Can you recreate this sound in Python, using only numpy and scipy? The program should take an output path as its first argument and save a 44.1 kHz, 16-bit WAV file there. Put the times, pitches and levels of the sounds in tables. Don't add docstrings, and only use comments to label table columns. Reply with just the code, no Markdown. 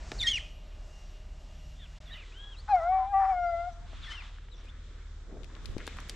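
import sys
import numpy as np
from scipy import signal
from scipy.fft import rfft, irfft, next_fast_len
from scipy.io import wavfile
from scipy.ndimage import uniform_filter1d

SR = 44100
rng = np.random.default_rng(int(sys.argv[2]) if len(sys.argv) > 2 else 0)


def master(y):
    cut = np.clip(np.atleast_2d(y).T, -1, 1)
    pcm = np.round(cut * 32767)
    wavfile.write(sys.argv[1], SR, pcm.astype(np.int16))


N = 271391
T = np.arange(N) / SR
SQUEAK_PAN_DB = 5

# time_s, width_db
WIDTH = [(0, -51), (2.0, -25), (2.3, -15.5), (2.7, -6), (3.2, -1), (6.15, 0)]
# start_s, hold_s, wind_db, rustle_db
SWINGS = [(0.044, 0.0261, -95, -61.5), (0.131, 0.0227, -95, -66.5), (0.198, 0.1092, -96, -71),
          (3.305, 0.2594, -77, -97), (3.813, 0.21527, -51, -94), (4.599, 0.3924, -69, -74),
          (5.308, 0.1169, -52, -62.5), (5.541, 0.0306, -64.5, -64.5), (5.706, 0.00733, -37, -62),
          (5.786, 0.08247, -55.5, -58), (5.894, 0.07665, -60, -64.5), (6.133, 0.03994, -63, -58)]
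# start_s, level_db, pitch_factor, length_factor, low_voice_db
CALLS = [
    (.178, -26, 1.001, 1.001, 0.4009),
    (4.012, -44.5, .95, 1.03, 5),
]


def undb(db):
    return np.exp(np.asarray(db) * (np.log(10) / 20))


def curve(rows):
    s, *columns = np.transpose(rows)
    return [np.interp(T, s, c) for c in columns]


def shape(points, hz):
    f, db = np.transpose(points)
    return np.interp(np.log(hz), np.log(f), db)


def swells(rows, rise_db_s, fall_db_s, floor_db):
    each = []
    for s, hold, db in rows:
        rise_db = rise_db_s * np.maximum(s - T, 0)
        fall_db = fall_db_s * np.maximum(T - s - hold, 0)
        each.append(db - rise_db - fall_db)
    return np.maximum(np.max(each, axis=0), floor_db)


def unit(x):
    return x / np.sqrt(np.mean(x ** 2))


def band(x, lo_hz, hi_hz):
    return signal.sosfilt(signal.butter(2, [lo_hz, min(hi_hz, .45 * SR)], "band", fs=SR, output="sos"), x)


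def tinted(points, size=N):
    n = next_fast_len(size)
    hz = np.maximum(np.arange(n // 2 + 1) * SR / n, 1)
    return irfft(rfft(rng.standard_normal(n)) * undb(shape(points, hz)), n)[:size]


def walk(rate, size=N):
    knots = rng.standard_normal(int(size * rate / SR) + 2)
    return 1.2 * np.interp(np.arange(size) * (rate / SR), np.arange(len(knots)), knots)


def sparse_grains(size):
    struck = rng.random(size) < .08
    return rng.standard_normal((2, size)) * struck * undb(2.0 * rng.exponential(size=size))


def panned(x, pan_db):
    left = 2 / (1 + undb(-pan_db))
    return np.array([x * left, x * (2 - left)])


def spread(mid, side):
    return mid + side * np.array([[1], [-1]])


def stereo_width():
    return undb(curve(WIDTH)[0])


def strand(rows, smooth_s, edge_s):
    s, *columns = np.transpose(rows)
    at = np.arange(int(s[0] * SR), int(s[-1] * SR))
    gate = np.clip(np.minimum(at - at[0], at[-1] - at) / (edge_s * SR), 0, 1)
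    smooth = [uniform_filter1d(np.interp(at / SR, s, c), int(smooth_s * SR), mode="nearest") for c in columns]
    return at, gate, smooth


def field():
    # frequency_hz, level_db_per_hz
    early_hush = [(30, 6.5), (60, -4.5), (115, -18), (270, -25.5), (500, -31), (600, -24.5), (950, -32),
                  (2100, -35.5), (3000, -34.5), (3800, -38.5), (7700, -45), (8800, -56.5), (12000, -64.5),
                  (15500, -97.5)]
    late_hush = [(30, -5), (85, -3.5), (180, -16.5), (430, -21.5), (750, -27.5), (1300, -25.5), (2700, -37),
                 (3500, -34), (4400, -42.5), (7700, -46), (8800, -59.5), (12000, -75), (15500, -94.5)]
    # frequency_hz, side_minus_mid_db
    side_tilt = [(60, -24), (110, -25.5), (200, -17), (380, -18), (700, -11.5), (1290, -9), (2380, -5),
                 (4400, -1), (8120, -0.5), (15000, 0)]
    # start_s, hold_s, lift_db
    stirs = [
        (.22, 0.025, 11.5),
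        (5.66, 0.1, 7),
        (5.9, 0.43, 9.5),
    ]
    # start_s, hold_s, depth_db
    duck = [
        (2.72, 1, 2),
    ]
    # pitch_hz, level_db
    whine = [(151, -65.5), (614, -71), (1222, -78.5)]

    before = np.clip((2.25 - T) / 0.0674, 0, 1)
    stir_db, duck_db = swells(stirs, 22.71, 38.77, 0), swells(duck, 100, 9, 0)
    settle_db = 3.5 * np.clip((4.3273 - T) / 1, 0, 1)
    low_db = -68.5 + 0.6272 * stir_db - .3 * duck_db
    high_db = -81 + 0.8999 * stir_db - duck_db + settle_db

    n = next_fast_len(N)
    hz = np.maximum(np.arange(n // 2 + 1) * SR / n, 1)
    share = np.clip(np.log(hz / 900) / np.log(4), 0, 1)

    def levelled(points):
        low_ref, high_ref = shape(points, 399) + 24.038, shape(points, 7650) + 30.351
        return shape(points, hz) - (1 - share) * low_ref - share * high_ref

    early, late = levelled(early_hush), levelled(late_hush)
    colours = (early, late, late + shape(side_tilt, hz))
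    noises = [rfft(rng.standard_normal(n)) * undb(db) * np.sqrt(SR / 2) for db in colours]
    out, width = np.zeros((2, N)), stereo_width()
    for octave in range(9):
        window = np.cos(np.pi / 2 * np.clip(np.log2(hz / 50) - octave, -1, 1)) ** 2
        mono, mid, side = (irfft(x * window, n)[:N] for x in noises)
        high = np.clip(np.log(50 * 2 ** octave / 900) / np.log(4), 0, 1)
        flicker_db = 2.1 * walk(7)
        gain = undb((1 - high) * low_db + high * high_db - 1.0647 * (octave < 7) + flicker_db)
        out += gain * spread(np.sqrt(before) * mono + np.sqrt(1 - before) * mid, width * side)
    hum = 0
    for f, db in whine:
        hum = hum + undb(db + 3.15 * walk(6.7354)) * np.sin(2 * np.pi * f * T + 0.2269 * walk(9.1754))
    return out + np.sqrt(2) * before * hum


def engine():
    # multiple_of_firing, level_db under the firing tone
    half_orders = [(.5, -14), (1.5, -10), (2.5, -21.5), (3, -27)]
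    idle_hz, revved_hz = 34.613, 37.878
    rev = np.clip((T - 1.6) / .3, 0, 1)
    load = np.clip((T - 2.4) / 0.2127, 0, 1)
    hz = idle_hz + (revved_hz - idle_hz) * rev
    firing_db = -46.5 + 1 * load
    octave_db = -57.5 + 4 * load
    phase = 2 * np.pi * np.cumsum(hz * (1 + 0.014 * walk(13))) / SR
    out = undb(firing_db + 0.65 * walk(7.2)) * np.sin(phase)
    out += undb(octave_db + 1.4 * walk(5.3)) * np.sin(2 * phase + 1)
    for k, db in half_orders:
        out += undb(firing_db + db + 0.86 * walk(13.0)) * np.sin(k * phase + 0.58 * walk(2.3))
    return np.sqrt(2) * out


def insect():
    # start_s, hold_s, level_db
    pulses = [
        (.4, 0.05, -67.5),
        (.966, 0.04, -68.5),
        (1.628, 0.03, -68.5),
        (2.2, .01, -67.5),
    ]
    # multiple_of_wingbeat, level_db
    orders = [(2, 0), (4, -8), (6, -20), (8, -19), (9, -26), (10, -30)]
    # start_s, end_s
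    start_s, end_s = (.4, 2.2)
    gate = np.clip(np.minimum(T - start_s, end_s - T) / 0.0283, 0, 1)
    wingbeat_hz = 1414 * (1 + .0012 * walk(3))
    phase = 2 * np.pi * np.cumsum(wingbeat_hz) / SR
    stack = sum(undb(db + 2.6 * walk(25)) * np.sin(k * phase) for k, db in orders)
    return np.sqrt(2) * gate * undb(swells(pulses, 40, 26, -76)) * stack


def wind():
    db = swells([(s, hold, wind_db) for s, hold, wind_db, _ in SWINGS], 140, 140, -90.5)
    ports = [undb(db + 1.6 * walk(14)) * unit(band(rng.standard_normal(N), 8, 100)) for _ in range(2)]
    return np.array(ports)


def rustle():
    db = swells([(s, hold, rustle_db) for s, hold, _, rustle_db in SWINGS], 284.6, 169.7, -89.5)
    out = 0
    for lo_hz, hi_hz, part_db in ((175.04, 598.4, 2.0), (600, 1200, -10.0)):
        first, second = sparse_grains(N)
        ports = (first, 1.1 * first + 0.32 * second)
        left, right = (unit(band(band(g, lo_hz, hi_hz), 0.55 * lo_hz, 1.1 * hi_hz)) for g in ports)
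        out = out + undb(db + part_db + 4.5 * walk(14)) * np.array([left, 0.95 * right])
    return out


def leaves():
    # start_s, hold_s, level_db
    brushes = [
        (5.645, .08, -74.5),
        (5.78, 0.0199, -81.5),
        (5.86, 0.0904, -79.5),
        (5.97, 0.0536, -80),
        (6.1, .05, -75.5),
    ]
    grains = rng.standard_normal((2, N)) * undb(2.0 * rng.exponential(size=N))
    hiss = np.array([unit(band(band(g, 6000, 12000), 5000, 13500)) for g in grains])
    return undb(swells(brushes, 606, 254.5, -110) + 2.0 * walk(60)) * hiss


def scrapes():
    # start_s, hold_s, level_db, centre_hz
    strokes = [(0.038, 0.02345, -61.5, 1486), (0.13, 0.034, -65.5, 1500), (4.12, .1, -59, 1480),
               (5.31, 0.1435, -65, 1473), (5.51, 0.08208, -62, 1418), (5.63, 0.10754, -63, 1492),
               (5.669, 0.0599, -65.5, 3495), (5.791, 0.04108, -56.5, 1881), (5.829, .04, -61, 2583),
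               (5.879, 0.05563, -55, 2166), (5.96, 0.0403, -58.5, 1583), (6.098, 0.051, -58.5, 2314)]
    out = np.zeros((2, N))
    for s, hold, db, hz in strokes:
        at = slice(max(int((s - .1) * SR), 0), int((s + hold + .2) * SR))
        n = len(T[at])
        first, second = sparse_grains(n)
        ports = (first, 1.155 * first + 0.3117 * second)
        left, right = (unit(band(band(g, 0.6801 * hz, 1.2559 * hz), .5 * hz, 2 * hz)) for g in ports)
        level_db = swells([(s, hold, db)], 443.2, 279.8, -120)[at] + 2.63 * walk(39.3, size=n)
        out[:, at] += undb(level_db) * np.array([1.06 * left, 0.6848 * right])
    return out


def ticks():
    # start_s, peak_db, centre_hz, low_band_db, left_minus_right_db
    hits = [(0.1169, -24.5, 2338, -32, 0), (3.931, -56.5, 1134, -43, 0), (4.186, -42, 1400, -60, 2.5),
            (4.222, -45, 1800, -62, 2), (4.36, -50, 1500, -66, 2), (4.384, -42, 1350, -62, 2),
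            (4.485, -49, 1267, -73, -1), (4.6454, -49, 1334, -51, 3), (5.37, -55.5, 1421, -62.5, 9),
            (5.4327, -40.5, 2596, -57.5, 18.5), (5.4431, -41, 3705, -53, 15), (5.4561, -56.5, 1500, -60, 7),
            (4.655, -50.5, 2500, -67, 3.5), (5.5, -54, 1449, -67, 5.5), (5.551, -39.5, 2546, -62, 15.5),
            (5.5661, -48.5, 1337, -59, 10.5), (5.6485, -43, 1010, -44, 5), (5.657, -32, 3532, -64, 16.5),
            (5.781, -34, 2895, -44.5, 11), (5.8671, -31.5, 4611, -63.5, 3.5),
            (5.8762, -27, 2485, -33.5, 3.5), (5.9691, -38, 1597, -54, 2.5), (5.9859, -30.5, 1458, -44, 1.5),
            (6.0018, -37.5, 3612, -60.5, 5), (6.089, -41.5, 2198, -66.5, 3.5), (6.0951, -22, 3900, -48, 3)]
    out, t = np.zeros((2, N + 2000)), T[:1500]
    for s, db, hz, low_db, pan_db in hits:
        envelope = np.exp(-t / 0.0019) * undb(3.509 * walk(1476.7, size=len(t))) + 0.0697 * np.exp(-t / 0.01783)
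        burst = rng.standard_normal(len(t)) * envelope * np.clip(t / 0.0008458, 0, 1)
        burst[round(.0009 * SR)] += 4.0
        tick = 0
        for level_db, lo, hi in ((db, 0.5368 * hz, 1.6679 * hz), (low_db, 250, 800)):
            ring = band(band(burst, lo, hi), 0.4205 * lo, 1.6 * hi)
            tick = tick + undb(level_db) * ring / np.abs(ring).max()
        out[:, int(s * SR):int(s * SR) + len(t)] += panned(tick, pan_db)
    return out[:, :N]


def thump():
    # time_s, peak_db, pitch_hz
    s, db, hz = (5.767, -23, 356.93)
    u = T - s
    push = -.7 * np.exp(np.minimum(u, 0) / 0.007805) * (u < 0)
    decay = (u >= 0) * np.exp(-np.maximum(u, 0) / 0.0018226)
    knock = push + decay * np.sin(2 * np.pi * hz * u - .8)
    return panned(undb(db) * uniform_filter1d(knock, size=7), 5.05)


def snaps():
    # start_s, peak_db
    hits = [(0.117, -38.5), (2.383, -52.5), (3.0535, -57.5), (4.6417, -53), (5.4323, -59), (5.443, -58.5),
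            (5.5505, -65), (5.5653, -55.5), (5.6579, -42), (5.6634, -53.5), (5.7678, -54), (5.7809, -40.5),
            (5.869, -40), (5.8765, -34), (5.9696, -41.5), (5.9864, -56), (6.003, -40.5), (6.087, -42.5),
            (6.0955, -29)]
    out, t, width = np.zeros((2, N + 2000)), T[:1500], stereo_width()
    envelope = np.clip(t / 0.00071, 0, 1) * (np.exp(-t / 0.0011) + 0.044 * np.exp(-t / .012))
    for s, db in hits:
        i = int(s * SR)
        bursts = rng.standard_normal((2, len(t))) * envelope
        mid, side = (band(band(x, 4600, 12000), 4000, 15000) for x in bursts)
        out[:, i:i + len(t)] += undb(db - 8.5) * spread(mid, .9 * width[i] * side) / np.abs(mid).max()
    return out[:, :N]


def crops(x):
    t = T[:int(.6 * SR)]
    decay = undb(-60 * t / 0.5) * np.clip(t / 0.013, 0, 1)
    tails = [unit(band(rng.standard_normal(len(t)), 230, 4700)) * decay for _ in range(2)]
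    mid, side = (signal.fftconvolve(x.mean(axis=0), tail)[:N] for tail in tails)
    return undb(-50.5) * spread(mid, .4 * stereo_width() * side)


def puffs():
    # start_s, hold_s, level_db
    breaths = [(.25, 0.044, -70.5), (1.82, 0.011, -65), (2.15, 0.02916, -60), (2.35, 0.3807, -69.5),
               (3.92, 0.0204, -61.5), (3.98, 0.2184, -53.5), (4.2, 0.05664, -53.5), (4.32, 0.02524, -61),
               (4.6, 0.0856, -64.5)]
    # frequency_hz, level_db_per_hz
    nose = [(500, -17.5), (900, -8), (1300, 0), (2200, -5), (3500, -1.5), (4500, -10.5), (7500, -20),
            (9000, -32), (14000, -67)]
    mid, side = (unit(tinted(nose)) * undb(2.6 * walk(25)) for _ in range(2))
    return undb(swells(breaths, 120.85, 110, -88.5)) * spread(mid, .3 * stereo_width() * side)


def strain():
    # start_s, hold_s, level_db
    bursts = [(.215, 0.02603, -58.5), (.265, 0.04206, -50.5), (.36, 0.02247, -52), (2.74, 0.09712, -68.5),
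              (3.2, .14, -72.5), (4.65, 0.04945, -73), (4.1, 0.0453, -69)]
    hiss = band(band(rng.standard_normal(N), 3600, 7300), 3000, 9500) * undb(4.0 * walk(400))
    return panned(undb(swells(bursts, 700, 450, -110)) * unit(hiss), SQUEAK_PAN_DB * stereo_width() / 2)


def flutter():
    # time_s, level_db, pitch_hz
    s, db, hz = (4.58, -66, 5700)
    swell = np.exp(-((T - s) / 0.035) ** 2) * (1 + np.sin(2 * np.pi * 90 * T))
    return undb(db) * swell * np.sin(2 * np.pi * hz * T + 2.68 * walk(300))


def notes():
    # time_after_start_s, pitch_hz, level_db under the call
    opening = [(0, 4292, -31), (.012, 4548, -20), (0.022, 3757, -6.5), (.034, 3557, -4.5),
               (.05, 3486, -7.5), (.057, 3611, -8.5), (.064, 3986, -12.5)]
    branch = [(.062, 3474, -20), (0.07, 3773, -15.5), (.08, 3694, -15.5), (.087, 3590, -13)]
    catch = [(.086, 3340, -14), (0.094, 3190, 0), (0.112, 3197, 0), (.119, 3276, -11)]
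    fall = [(0.113, 3358, -10.5), (.12, 3463, -5.5), (0.14, 3199, -3), (.15, 3054, -6), (.164, 2887, -4.5),
            (.18, 2844, -4.5), (0.198, 2382, -7.5), (0.213, 1740, -17)]
    low_voice = [(.034, 2516, -21), (.052, 2200, -16), (0.067, 1893, -9.5), (0.096, 1857, -10.5),
                 (.112, 2299, -13), (.13, 2140, -13), (.138, 2150, -24), (.165, 2230, -25),
                 (0.181, 2240, -38.5)]
    split = [(.042, 4713, -21.5), (.053, 4470, -16.5), (.062, 3964, -13.5)]
    note_octave_db = [-38, -28, -17, -20, -17]
    # high_voice_multiple, low_voice_multiple, level_db over their summed levels
    combined = [(1, 1, -9), (2, -1, -9), (2, 1, -25), (3, -1, -18), (3, 0, -36)]
    # time_s, pitch_hz, level_db
    arch = [(2.32, 1198, -73.5), (2.35, 1483, -69), (2.4, 1633, -63), (2.47, 1677, -63.5),
            (2.525, 1633, -65), (2.565, 1243, -78)]
    droop = [(1.775, 3600, -67.5), (1.81, 3625, -59.5), (1.85, 3283, -54), (1.87, 2257, -64)]
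    droop_edge = [(1.765, 3450, -68), (1.8, 3276, -69), (1.835, 3191, -63.5)]
    waver = [(2.056, 3846, -61.5), (2.075, 3500, -57.5), (2.09, 3280, -56.5), (2.11, 3550, -57.5),
             (2.125, 3912, -51), (2.137, 3838, -51), (2.153, 3285, -56.5)]
    tail = [(2.129, 3244, -58), (2.144, 2894, -50), (2.16, 3050, -51.5), (2.175, 2644, -54),
            (2.206, 2271, -61.5)]
    late_tail = [(2.17, 3130, -56.5), (2.2, 2784, -53), (2.228, 2329, -56), (2.245, 1862, -62.5)]
    under = [(2.095, 2070, -60.5), (2.115, 1790, -54), (2.14, 1861, -58), (2.16, 2034, -53),
             (2.175, 2049, -66)]
    # start_s, length_s,
    # from_hz, to_hz, level_db
    squeaks = [(1.786, .083, 2039, 1411, -63.5), (2.562, .05, 3695, 4668, -54.5),
               (2.9, 0.076, 1151, 1100, -47.5), (2.975, .093, 1069, 1001, -44.5),
               (4.513, 0.039, 4161, 3330, -54.5), (4.661, 0.02595, 2390, 2533, -61),
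               (4.679, 0.023, 2571, 3575, -58), (4.69, 0.01714, 3602, 3477, -55.5),
               (5.626, 0.028, 5500, 6749, -75), (3.717, .024, 6254, 5772, -66)]

    out = [(arch, 15.5, 2.2, 1), (droop, -39, .1, .1), (droop_edge, -39, .1, 0)]
    out += [(rows, -46, -1.5, .5) for rows in (waver, tail, late_tail, under)]
    width = stereo_width()
    high_voice = [opening, branch, catch, fall]
    low_s, low_hz, low_level_db = np.transpose(low_voice)
    for start, call_db, factor, stretch, low_db in CALLS:
        pan_db = SQUEAK_PAN_DB * width[int(start * SR)]

        def placed(rows, lift_db):
            return [(start + stretch * s, factor * hz, db + call_db + lift_db) for s, hz, db in rows]

        for rows, octave_db in zip(high_voice + [low_voice], note_octave_db):
            out.append((placed(rows, low_db if rows is low_voice else 0), octave_db, pan_db, 1))
        out.append((placed(split, 0), -30, pan_db, .3))
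        for rows in high_voice:
            for m, k, db in combined:
                beats = []
                for s, hz, d in rows:
                    low_now_db = np.interp(s, low_s, low_level_db, left=-60) + low_db
                    beat_hz = m * hz + k * np.interp(s, low_s, low_hz)
                    beats.append((s, beat_hz, d + 0.6531 * abs(k) * low_now_db))
                out.append((placed(beats, db), -60, pan_db, 0))
    for s, length, from_hz, to_hz, db in squeaks:
        edge_db = db - 7.5
        middle = (s + .6 * length, .4 * from_hz + .6 * to_hz, db)
        rows = [(s, from_hz, edge_db), middle, (s + length, to_hz, edge_db)]
        out.append((rows, -25, SQUEAK_PAN_DB * width[int(s * SR)], 1))
    return out


def whistles():
    # power, level_db
    bending = [(2, -17.5), (3, -33.5), (4, -44.5), (5, -60)]
    # time_after_start_s, half_width_s, depth_db
    catches = [(.0195, .0012, 14), (.0245, .0012, 14), (.0455, .002, 14), (.131, .002, 12),
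               (.149, .003, 16), (.174, .002, 12), (.184, .002, 8), (.1895, .0015, 9)]
    out, plain = np.zeros((2, N)), np.zeros(N, complex)
    start, _, _, stretch, _ = CALLS[0]
    caught_db = sum(depth_db * np.exp(-((T - start - stretch * s) / half) ** 2) for s, half, depth_db in catches)
    for rows, octave_db, pan_db, share in notes():
        at, gate, (hz, db) = strand(rows, 0.0039, 0.0026)
        n = len(at)
        phase = 2 * np.pi * np.cumsum(hz * (1 + .007 * walk(200, size=n))) / SR
        rasp = np.abs(1 + .16 * walk(1400, size=n))
        size = np.sqrt(2) * gate * undb(db - caught_db[at] + 1.2 * walk(130, size=n)) * rasp
        plain[at] += share * size ** 0.57504 * np.exp(1j * phase)
        closing_db = 0.46 * max(octave_db + 10.0, 0) * np.log2(hz / hz.min())
        tone = np.sin(phase + 0.929 * (1 - share) * walk(300, size=n))
        octave_gain = undb(octave_db - closing_db + 2.0 * walk(90, size=n))
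        octave = octave_gain * np.sin(2 * phase + 0.27 * walk(300, size=n))
        out[:, at] += panned(size * (tone + octave), pan_db)

    swell = uniform_filter1d(np.abs(plain), int(.01 * SR))
    on = np.flatnonzero(swell > 1e-4)
    ragged = undb(2.6 * walk(200, size=len(on))) * swell[on] ** 2.1556
    smear = np.exp(.7j * walk(600, size=len(on)))
    for power, db in bending:
        product = (plain[on] / swell[on]) ** power * smear ** (power - 1)
        out[:, on] += undb(db) * ragged * product.imag
    out += flutter()
    return out + 0.18 * np.roll(out, int(0.0029 * SR), axis=1)


def howl():
    # time_s, pitch_hz, level_db
    first_breath = [(2.675, 772.1, -65.5), (2.69, 842, -34.5), (2.714, 831.2, -24.5), (2.748, 746.3, -18.5),
                    (2.812, 641.7, -36), (2.894, 730.5, -24.5), (2.93, 759.8, -24.5), (3.046, 758.5, -30.5),
                    (3.105, 807.9, -39)]
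    second_breath = [(3.122, 811, -34.5), (3.144, 771.5, -23.5), (3.201, 783.5, -23), (3.245, 763.9, -24.5),
                     (3.276, 768.1, -28.5), (3.301, 776.1, -23.5), (3.34, 723.4, -28), (3.39, 710, -29.5),
                     (3.47, 695.4, -29)]
    whimper = [(3.551, 676.5, -32.5), (3.621, 689.2, -35), (3.689, 723, -34.5), (3.715, 668.2, -54.5),
               (3.81, 701.7, -58), (3.9, 695.7, -67), (3.947, 619.3, -59.5)]
    # pitch_hz, octave_db, twelfth_db under the fundamental
    mouth = [(649.6, -6.5, -17.5), (669.5, -13, -22), (710, -14, -25.5), (726.25, -30, -27.5),
             (774.91, -37.5, -38), (795.8, -32.5, -34), (811, -22, -28.5), (842.07, -22, -26.5)]
    # time_s, throat_resonance_factor, high_partials_db
    mouth_open = [(2.69, 0.842, 4), (2.73, 0.7778, 3.5), (2.77, 1.102, -8), (2.9, 1.03, -12),
                  (3.15, 1.056, -11), (3.3, 1.0325, -3), (3.45, 1.0, -3), (3.55, 0.954, -5),
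                  (3.7, 0.987, -1)]
    # frequency_hz, level_db
    throat = [(1000, 1), (2000, -9), (2900, -27.5), (3600, -41), (4300, -35), (5000, -26.5), (5800, -35),
              (7000, -41), (9000, -58.5)]
    # start_s, hold_s, level_db
    halves = [
        (2.69, 0.047, -53),
        (2.924, 0.0088, -41),
        (3.142, 0.032, -36),
        (3.24, 0.004994, -41.5),
    ]
    # start_s, hold_s, level_db
    chaos = [
        (2.685, 0.001864, -48),
        (2.755, 0.0018, -49.5),
        (2.78, 0.09512, -59.5),
        (2.95, 0.10535, -56.5),
        (3.205, 0.06, -45.5),
        (3.27, 0.05741, -50.5),
    ]
    out = np.zeros(N)
    at, gate, (hz, db1) = strand(first_breath + second_breath + whimper, 0.0021, 0.0071)
    pitch, *overtones_db = np.transpose(mouth)
    db2, db3 = (db1 + np.interp(hz, pitch, db) for db in overtones_db)
    half_db = swells(halves, 1400, 230, -85)[at]
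    chaos_db = swells(chaos, 760, 470, -75.5)[at]
    n = len(at)
    phase = 2 * np.pi * np.cumsum(hz * (1 + 0.0025 * walk(80, size=n))) / SR
    tone = undb(db1 + (1.0 + 2.7 * (db1 < -48)) * walk(45, size=n)) * np.sin(phase)
    tone += undb(db2 + 2.0 * walk(50, size=n)) * np.sin(2 * phase)

    blur = 0.14 + 0.45 * np.clip((chaos_db + 66) / 12, 0, 1)
    factor, high_db = (c[at] for c in curve(mouth_open))
    for k in range(3, 11):
        throat_db = high_db + shape(throat, k * hz / factor) - shape(throat, 3 * hz)
        gain = undb(db3 + (k > 3) * throat_db + 3.5 * walk(30, size=n))
        tone += gain * np.sin(k * phase + blur * (k - 1.5) * walk(110, size=n))
    for k in np.arange(1.5, 5):
        throat_db = shape(throat, k * hz) - shape(throat, 1.4573 * hz)
        gain = undb(half_db + 2.5 - 8.0 * (k > 2) + throat_db + 1.1 * walk(24, size=n))
        tone += gain * np.sin(k * phase)

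    jumps = 0
    for k in (1.27, 1.55, 1.8, 2.3):
        line = np.sin(k * phase + 1.8 * walk(70, size=n))
        jumps = jumps + line * undb(shape(throat, k * hz) + 3.5 * walk(40, size=n))
    hiss = unit(band(band(tinted(throat, size=n), 850, 8100), 850, 8100))
    hiss = hiss * (1 + 0.24 * np.sin(phase / 2)) * undb(2.3 * walk(90, size=n))
    tone += undb(chaos_db) * (0.69 * hiss + 0.8038 * jumps)
    out[at] = np.sqrt(2) * gate * tone
    return panned(out, np.interp(T, [2.7, 3.6], [2.4, 4.4]))


def scene():
    background = field() + engine() + insect() + wind()
    handling = rustle() + leaves() + scrapes() + ticks() + thump() + snaps()
    near, far = whistles(), howl()
    echo = crops(near * (.2 + walk(350)) + 0.45 * far * (.6 + .8 * walk(45)))
    return background + handling + echo + puffs() + strain() + near + far


def band_limit(x):
    return signal.sosfilt(signal.butter(12, 15600, fs=SR, output="sos"), x)


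def record(dry):
    change_s = 1.996
    length_s = np.where(T < change_s, .007, .003)
    fade = np.clip((np.abs(T - change_s) - .007) / length_s, 0, 1)
    return band_limit(dry * fade)


dry = scene()
out = record(dry)
master(out)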